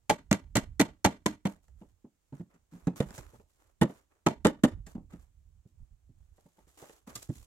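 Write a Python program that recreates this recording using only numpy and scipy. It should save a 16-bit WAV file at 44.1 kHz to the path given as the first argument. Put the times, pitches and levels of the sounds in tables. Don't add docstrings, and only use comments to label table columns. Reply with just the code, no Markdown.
import sys
import numpy as np
from scipy import signal
from scipy.fft import rfft, irfft
from scipy.io import wavfile
from scipy.ndimage import uniform_filter1d

SR = 44100
rng = np.random.default_rng(int(sys.argv[2]) if len(sys.argv) > 2 else 0)


def store_wav(level_fs):
    pcm = np.round(np.clip(np.atleast_2d(level_fs), -1, 1) * 32767)
    wavfile.write(sys.argv[1], SR, pcm.T.astype(np.int16))


N = 328986
CONTACT_SIZE = 16384


def hammer(ring_db=-3.0):
    # (t/s, side - left + right, swell time/s, rebound after/s, rebound level/dB, force/dB,
    #   brightness/dB per step, then f/Hz and level/dB of the low, middle and high pitch that the place drives)
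    blows = [ (0.095, 0.34, 0.0066, 0.013, -9, -25.5, 0, 239, -20.5, 584, -23.5, 850, -10),
             (0.311, 0.96, 0.0045, 0.016, 5, -27, -0.3, 196, -12, 306, -25, 626, -29.5),
             (0.553, 0.57, 0.0071, .014, 4.5, -28.5, 1, 118, -19.5, 208, -20, 608, -22.5),
             (0.795, .6, .007, 0.014, 0.5, -24, -1, 208, -16, 277.6, -8.5, 800, -27.5),
             (1.044, 0.58, .0078, .015, -8.5, -22.5, -0.5, 197.9, -13.5, 269.5, -12.5, 830, -14),
             (1.259, 0.97, .004, .01, -11, -27.5, 1.5, 210.1, -14.5, 313.4, -15.5, 1010, -22),
             (1.452, 0.48, 0.006, 0.016, -2, -37, -4, 192.4, -15.5, 285.5, -23.5, 430, -44),
             (3.002, -0.87, .0035, 0.011, -20, -35, -3.5, 134, -19.5, 198, -18, 466, -16.5),
             (3.812, -.75, .007, .016, -3.5, -28, -5, 190.5, -9.5, 322.5, -14, 470, -21.5),
             (4.263, .7, 0.0046, .02, -12, -24.5, -3.5, 171.2, -23, 344.5, -12, 1302, -20),
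             (4.447, -0.83, .0066, 0.02, -3.5, -24, -3.5, 222.2, -11, 286.7, -10.5, 643, -14),
             (4.635, -.8, .0059, 0.013, -6, -27.3, -2.2, 246.9, -10, 278.4, -7.5, 530, -29.5)]
    # (level at force 0/dB, steps of brightness)
    steel = [(1, -0.8), (0.15, -1.1), (0.69, 0.39), (-2, 1.5)]
    tail_db, tail_swell_s = 5.5, 0.009

    out = np.zeros((2, N))
    left_end, right_end = grain_of_wood(-1), grain_of_wood(1)
    for s, side, time, rebound, rebound_db, force_db, bright_db, *driven in blows:
        levels = [force_db + db + steps * bright_db for db, steps in steel]
        bounce = amp(rebound_db)
        fed = time / tail_swell_s * (1 + 0.35 * bounce ** 2)
        wet_db = tail_db + 10 * np.log10(fed)
        colour = right_end if side > 0 else left_end
        knock = clatter(colour, side, time, levels, rebound, bounce, wet_db)
        ring = boards(side, time, zip(driven[::2], driven[1::2]))
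        add(out, s, knock + amp(ring_db) * ring)
    return out


def clatter(colour, side, time, levels, rebound=0, bounce=0, wet_db=0,
            rattle_db=2.5, rattle_s=0.0013, echo_db=3.0, echo_s=0.009):
    # (low f/Hz, high f/Hz, delay/s,
    #   swell time factor, rebound factor, tail level/dB, tail t60/s, left-right likeness)
    bands = [(106, 340, 0.00047, 1.2, 0.98, -11.5, 0.23, 0.98),
             (403.3, 1000, 0.0026, 1., 0.14, -10.5, 0.19, 0.82),
             (1106, 5450, 0.00037, .8, .6, -15.5, 0.21, 0.47),
             (4000, 13000, 0.00027, 0.52, 1., -16.5, 0.17, 0.42)]

    t, hz = np.arange(CONTACT_SIZE) / SR, freqs(CONTACT_SIZE)
    rattle = amp(rattle_db * wobble(CONTACT_SIZE, rattle_s * SR))
    echoes = amp(wet_db + echo_db * wobble(CONTACT_SIZE, echo_s * SR))
    dull = np.clip(amp(0.52 * (levels[3] - levels[2] + 6.0)), 0.55, 1)
    out = np.zeros((2, CONTACT_SIZE))
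    for db, top, row in zip(levels, [1, 1, dull, 1], bands):
        lo, hi, delay, slow, share, tail_db, t60, likeness = row
        low_cut = 1 + (lo / (hz + 1)) ** 12
        high_cut = 1 + (hz / (hi * top)) ** 12
        band = colour / np.sqrt(low_cut * high_cut)

        first = swell(t - delay, time * slow)
        second = bounce * share * swell(t - rebound, 0.71 * time * slow)
        shape = np.hypot(first, second)
        direct = unit(pair(band, likeness, CONTACT_SIZE, side) * shape * rattle)

        build_up = 1 - np.exp(-(t / 0.0078) ** 2)
        tail = pair(band, likeness ** 4, CONTACT_SIZE) * amp(tail_db - 60 * t / t60) * build_up
        tail /= np.hypot(1, (t / 0.42) ** 3)
        out += amp(db) * (direct * np.sqrt(np.mean(shape ** 2)) + tail * echoes)
    return out


def boards(side, time, driven, falloff_db=80, free=0.99, lag_s=0.00015, hold=1.03):
    # (f/Hz, t60/s)
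    modes = [(120, 0.038), (144, 0.16), (175, 0.17), (199, 0.14), (218, 0.14), (239, 0.13), (279, 0.044),
             (305, 0.18), (329, 0.11), (359, 0.091), (428, 0.08), (472, .06), (530, 0.089), (595, 0.091),
             (618, 0.03), (815, .06), (850, .04), (1010, 0.061), (1300, .04)]

    lag = np.array([[0 if side > 0 else lag_s], [lag_s]])
    t = np.maximum(np.arange(CONTACT_SIZE) / SR - 0.3 * time - lag, 0)
    contact = swell(t, hold * time)
    hz = np.array(modes)[:, 0]
    weight = np.zeros(len(hz))
    for pitch, db in driven:
        near = amp(-falloff_db * abs(np.log2(hz / pitch)))
        weight += amp(db) * near / near.sum()
    out = np.zeros_like(t)
    for gain, (f, t60) in zip(weight, modes):
        if gain > weight.max() / 100:
            ring = free * amp(-60 * t / t60) * (1 - np.exp(-(t / time) ** 2))
            out += gain * np.hypot(contact, ring) * np.sin(2 * np.pi * f * t)
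    return out


def grain_of_wood(side, ripple_db=4.5, spacing_hz=80):
    # (f/Hz, level/dB per Hz)
    wood = [(35, -45.5), (60, -4), (287, 2.5), (503, -10.5), (593, -9.5), (749, -18), (842, -13.5),
            (968, -20), (2000, -24), (2250, -27.5), (4220, -31.5), (5090, -34.5), (7570, -38), (14600, -41),
            (16000, -57.5)]
    # (f/Hz, width/Hz, level at the left end/dB, level at the right end/dB)
    resonances = [(587, 14, 1, 6.5), (920, 180, 3.5, 5.5), (1270, 120, 6, 0.5), (1500, 72, 4, 5.5),
                  (1850, 240, 5.5, -1.5), (2603, 210, 3.5, 6), (4158, 400, -6, 1.5), (6290, 340, 5.5, 6.5),
                  (7400, 990, 11.5, 11.5)]

    hz = freqs(CONTACT_SIZE)
    ripple = ripple_db * wobble(len(hz), spacing_hz / hz[1]) * hz / (hz + 900)
    peaks = np.zeros(len(hz))
    for f, width, left_db, right_db in resonances:
        peak_db = right_db if side > 0 else left_db
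        peaks += peak_db / (1 + (2 * (hz - f) / width) ** 2)
    return amp(read(wood, hz) + ripple + peaks)


def boots(ring_db=6.5):
    # (t/s, side - left + right,
    #   swell time/s, weight level/dB, knock level/dB, tick level/dB, board pitch f/Hz)
    bumps = [ (1.681, -0.078, 0.0029, -77.5, -69.5, -70.5, 198), (1.812, -1.3, .007, -48.5, -57, -81, 196),
             (2.043, -0.41, 0.0056, -47, -61.5, -99, 262), (2.323, 1, 0.0069, -40, -55.5, -79.5, 148.2),
             (2.395, -0.47, 0.0082, -39.5, -59.5, -75.5, 172.8),
             (2.539, -0.26, 0.008, -62.5, -74.5, -75, 176), (2.717, .1, 0.017, -48.5, -71.5, -83.5, 183),
             (2.869, -0.43, 0.0061, -23.5, -36.5, -51.5, 166.7),
             (3.106, -0.84, 0.0015, -47.5, -49, -49, 202), (3.177, -1.2, 0.0076, -47, -49.5, -49.5, 119),
             (3.329, -2.05, 0.0097, -57.5, -58, -89, 125), (3.394, -2.42, 0.0056, -64.5, -58, -81, 201.5),
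             (3.894, -1.1, 0.0044, -51.5, -49, -74, 201), (4.864, -0.32, 0.0079, -56, -58.5, -54.5, 173),
             (4.948, -1.6, 0.0073, -37.5, -55, -72, 206), (4.98, -1.2, 0.0024, -42.5, -55.5, -97, 181),
             (5.128, -1.2, .0089, -44, -61, -67, 176.3), (5.652, 0.49, 0.0048, -55, -87.5, -92, 119.2),
             (6.091, 0.14, 0.0061, -58, -90, -95, 120), (6.379, -0.6, 0.0035, -70, -61.5, -84, 208),
             (6.454, 0.92, 0.0061, -60.5, -64.5, -95, 175), (6.576, -.25, 0.0091, -67, -65, -98, 195),
             (6.668, -1.1, .0043, -69, -68.5, -79.5, 143), (6.822, -1.9, 0.0034, -56.5, -48.5, -72, 147),
             (6.894, -1.5, 0.002, -67, -51, -58, 197), (7.07, -0.6, 0.0082, -48.5, -64, -67, 227),
             (7.152, -.75, .0085, -51, -55.5, -37.5, 124.4), (7.224, -0.71, 0.0054, -86, -78, -47.5, 205),
             (7.289, -1, 0.0068, -31.5, -60.5, -62, 132)]

    out = np.zeros((2, N))
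    for s, side, time, weight_db, knock_db, tick_db, pitch in bumps:
        thud_db = weight_db - 4
        crack_db = (knock_db + tick_db) / 2 - 1
        levels = [thud_db, knock_db, crack_db, tick_db]
        bump = clatter(grain_of_wood(side), side, time, levels, wet_db=5.5)
        ring = boards(side, time, [(pitch, weight_db)], free=0.48)
        add(out, s, bump + amp(ring_db) * ring)
    return out


def gravel(grains_per_s=800, spread_db=4.5, grain_s=0.0014, bed=0.89, scuff_db=-1.56, crackle_db=2.0,
           split_hz=3000, clump_db=1.5, clump_s=0.0081):
    # (start t/s, length/s, scuff level/dB and
    #   crackle level/dB, both before the common trims scuff_db and crackle_db)
    scuffs = [ (1.473, 0.046, -56, -66.5), (1.626, 0.034, -82, -81), (1.762, 0.14, -75.5, -78.5),
              (2.2, 0.12, -92, -87), (2.333, 0.066, -64, -73.5), (2.494, 0.057, -66, -84),
              (2.705, .15, -62, -70.5), (2.954, 0.041, -51.5, -55.5), (3.014, 0.34, -53.5, -62.5),
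              (3.133, 0.067, -56, -55.5), (3.32, .1, -86.5, -77.5), (3.465, 0.13, -80, -80),
              (3.57, .12, -68, -77), (3.868, .13, -61, -68), (4.092, 0.094, -71.5, -85),
              (4.859, 0.052, -60.5, -65), (5.094, 0.068, -61.5, -75), (5.184, 0.057, -70.5, -75),
              (5.671, .015, -98, -84.5), (5.75, 0.18, -84, -90.5), (6.134, .22, -83, -86.5),
              (6.33, 0.23, -76.5, -76), (6.56, 0.078, -70, -76), (6.664, 0.11, -72, -71),
              (6.77, 0.032, -56.5, -58), (6.799, 0.08, -54.5, -61.5), (6.86, 0.12, -63.5, -65),
              (7.064, 0.047, -51.5, -60.5), (7.135, .11, -60, -55), (7.295, 0.16, -64.5, -62)]
    # (f/Hz, level/dB per Hz)
    stones = [(180, -26.5), (300, -0.5), (614, -4), (725, -5.5), (1150, -5), (2070, -11.5), (4990, -23),
              (7320, -16.5), (9710, -23), (12700, -24), (15200, -28.5), (16000, -31.5)]

    hz = freqs(N)
    presses = np.array([pressure(s, length) for s, length, *_ in scuffs])
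    power = amp(np.array(scuffs)[:, 2:].T) ** 2 @ presses ** 2

    strength = amp(spread_db * np.minimum(rng.exponential(1, N), 4))
    snaps = strength * (rng.random(N) < grains_per_s / SR)
    decaying = signal.lfilter([1], [1, -np.exp(-1 / (grain_s * SR))], snaps)
    grain = unit(bed + unit(decaying))

    low = 1 / (1 + (hz / split_hz) ** 4)
    out = np.zeros((2, N))
    for band, db, press in zip([low, 1 - low], [scuff_db, crackle_db], np.sqrt(power)):
        clumps = clump_db * wobble(N, clump_s * SR)
        noise = pair(band * amp(read(stones, hz)), 0.3, N, side=-1.3)
        out += press * amp(db + clumps) * grain * noise
    return out


def pressure(start, length, press_share=0.26, sag_db_per_s=36.5, release_db_per_s=291):
    t = np.maximum(np.arange(N) / SR - start, 0)
    rise = np.minimum(t / (press_share * length), 1)
    release_db = np.clip(release_db_per_s * (t - length), 0, 100)
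    return rise * amp(-sag_db_per_s * t - release_db)


def wind(level_db=0.0, lump_db=6.5, lump_s=0.042, breeze_db=-79.5, air_db=-81.5, drift_db=-0.2):
    # (peak t/s, half length/s, level/dB)
    gusts = [(0.224, 0.11, -61), (0.505, .1, -53), (0.701, 0.16, -49.5), (1.303, 0.31, -66.5),
             (1.828, .11, -60.5), (3.12, 0.26, -61.5), (3.747, .06, -72), (4.42, 0.11, -59.5),
             (4.803, .13, -47), (5.25, 0.26, -58.5), (5.563, 0.048, -55.5), (5.803, 0.046, -52.5),
             (5.931, 0.046, -53.5), (6.219, 0.16, -63), (6.681, 0.083, -74), (7.395, 0.27, -64.5)]
    # (f/Hz, level/dB per Hz)
    rumble = [(12, -43), (20, -8.5), (54, -0.5), (81, -2.5), (179, -25), (295, -41), (330, -51),
              (600, -66.5), (780, -97.5)]
    # (f/Hz, level/dB per Hz)
    air = [(200, -7.5), (400, -11), (800, -14.5), (2000, -21), (5000, -23.5), (7200, -17), (10000, -25.5),
           (15000, -27)]

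    t, hz = np.arange(N) / SR, freqs(N)
    puffs = amp(breeze_db) + sum(amp(db) * np.exp(-((t - s) / half) ** 2) for s, half, db in gusts)
    gust = puffs * amp(level_db + lump_db * np.tanh(wobble(N, lump_s * SR)))
    blowing = gust * pair(amp(read(rumble, hz)), 0.92, N) * amp([[-0.4], [0.4]])
    hiss = amp(air_db + drift_db * wobble(N, 0.3 * SR)) * pair(amp(read(air, hz)), 0.085, N)
    return blowing + hiss


def amp(db):
    return 10 ** (np.asarray(db) / 20)


def unit(x):
    return x / np.sqrt(np.mean(x ** 2) + 1e-20)


def read(points, hz):
    f, value = np.transpose(points)
    return np.interp(np.log(hz + 1), np.log(f + 1), value)


def freqs(size):
    return np.fft.rfftfreq(size, 1 / SR)


def add(mix, s, sound):
    part = mix[:, max(round(s * SR), 0):][:, :sound.shape[1]]
    part += sound[:, :part.shape[1]]


def pair(gain, likeness, size, side=0, port_lag_s=0.00013):
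    a, b = np.exp(2j * np.pi * rng.random((2, len(gain))))
    c = np.clip(likeness, 0, 1)
    left = a * np.exp(-2j * np.pi * freqs(size) * port_lag_s * side)
    right = c * a + np.sqrt(1 - c * c) * b
    return unit(irfft(np.array([left, right]) * gain, size))


def swell(t, time):
    u = np.maximum(t, 0) / max(time, 1e-4)
    return u * np.exp(1 - u)


def wobble(size, width):
    width = max(round(width), 1)
    once = uniform_filter1d(rng.standard_normal(size), width)
    return unit(uniform_filter1d(once, width))


def scene(cut_hz=50):
    high_pass = signal.butter(2, cut_hz, "highpass", fs=SR, output="sos")
    wood = signal.sosfilt(high_pass, hammer() + boots())
    return wood + gravel() + wind()


def record(dry, edge_hz=16200):
    # (f/Hz, left-right level/dB)
    lean = [(60, -8.5), (200, -1.5), (400, -1.5), (700, -1.4), (1300, 0), (2400, -4.5), (4400, -0.5),
            (8100, -4), (15000, 3.5)]

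    half_db = read(lean, freqs(N)) / 2
    heard = irfft(rfft(dry) * amp([half_db, -half_db]), N)
    low_pass = signal.firwin(511, edge_hz, window=("kaiser", 9), fs=SR)
    return signal.oaconvolve(heard, low_pass[None], "same")


dry = scene()
out = record(dry)
store_wav(out)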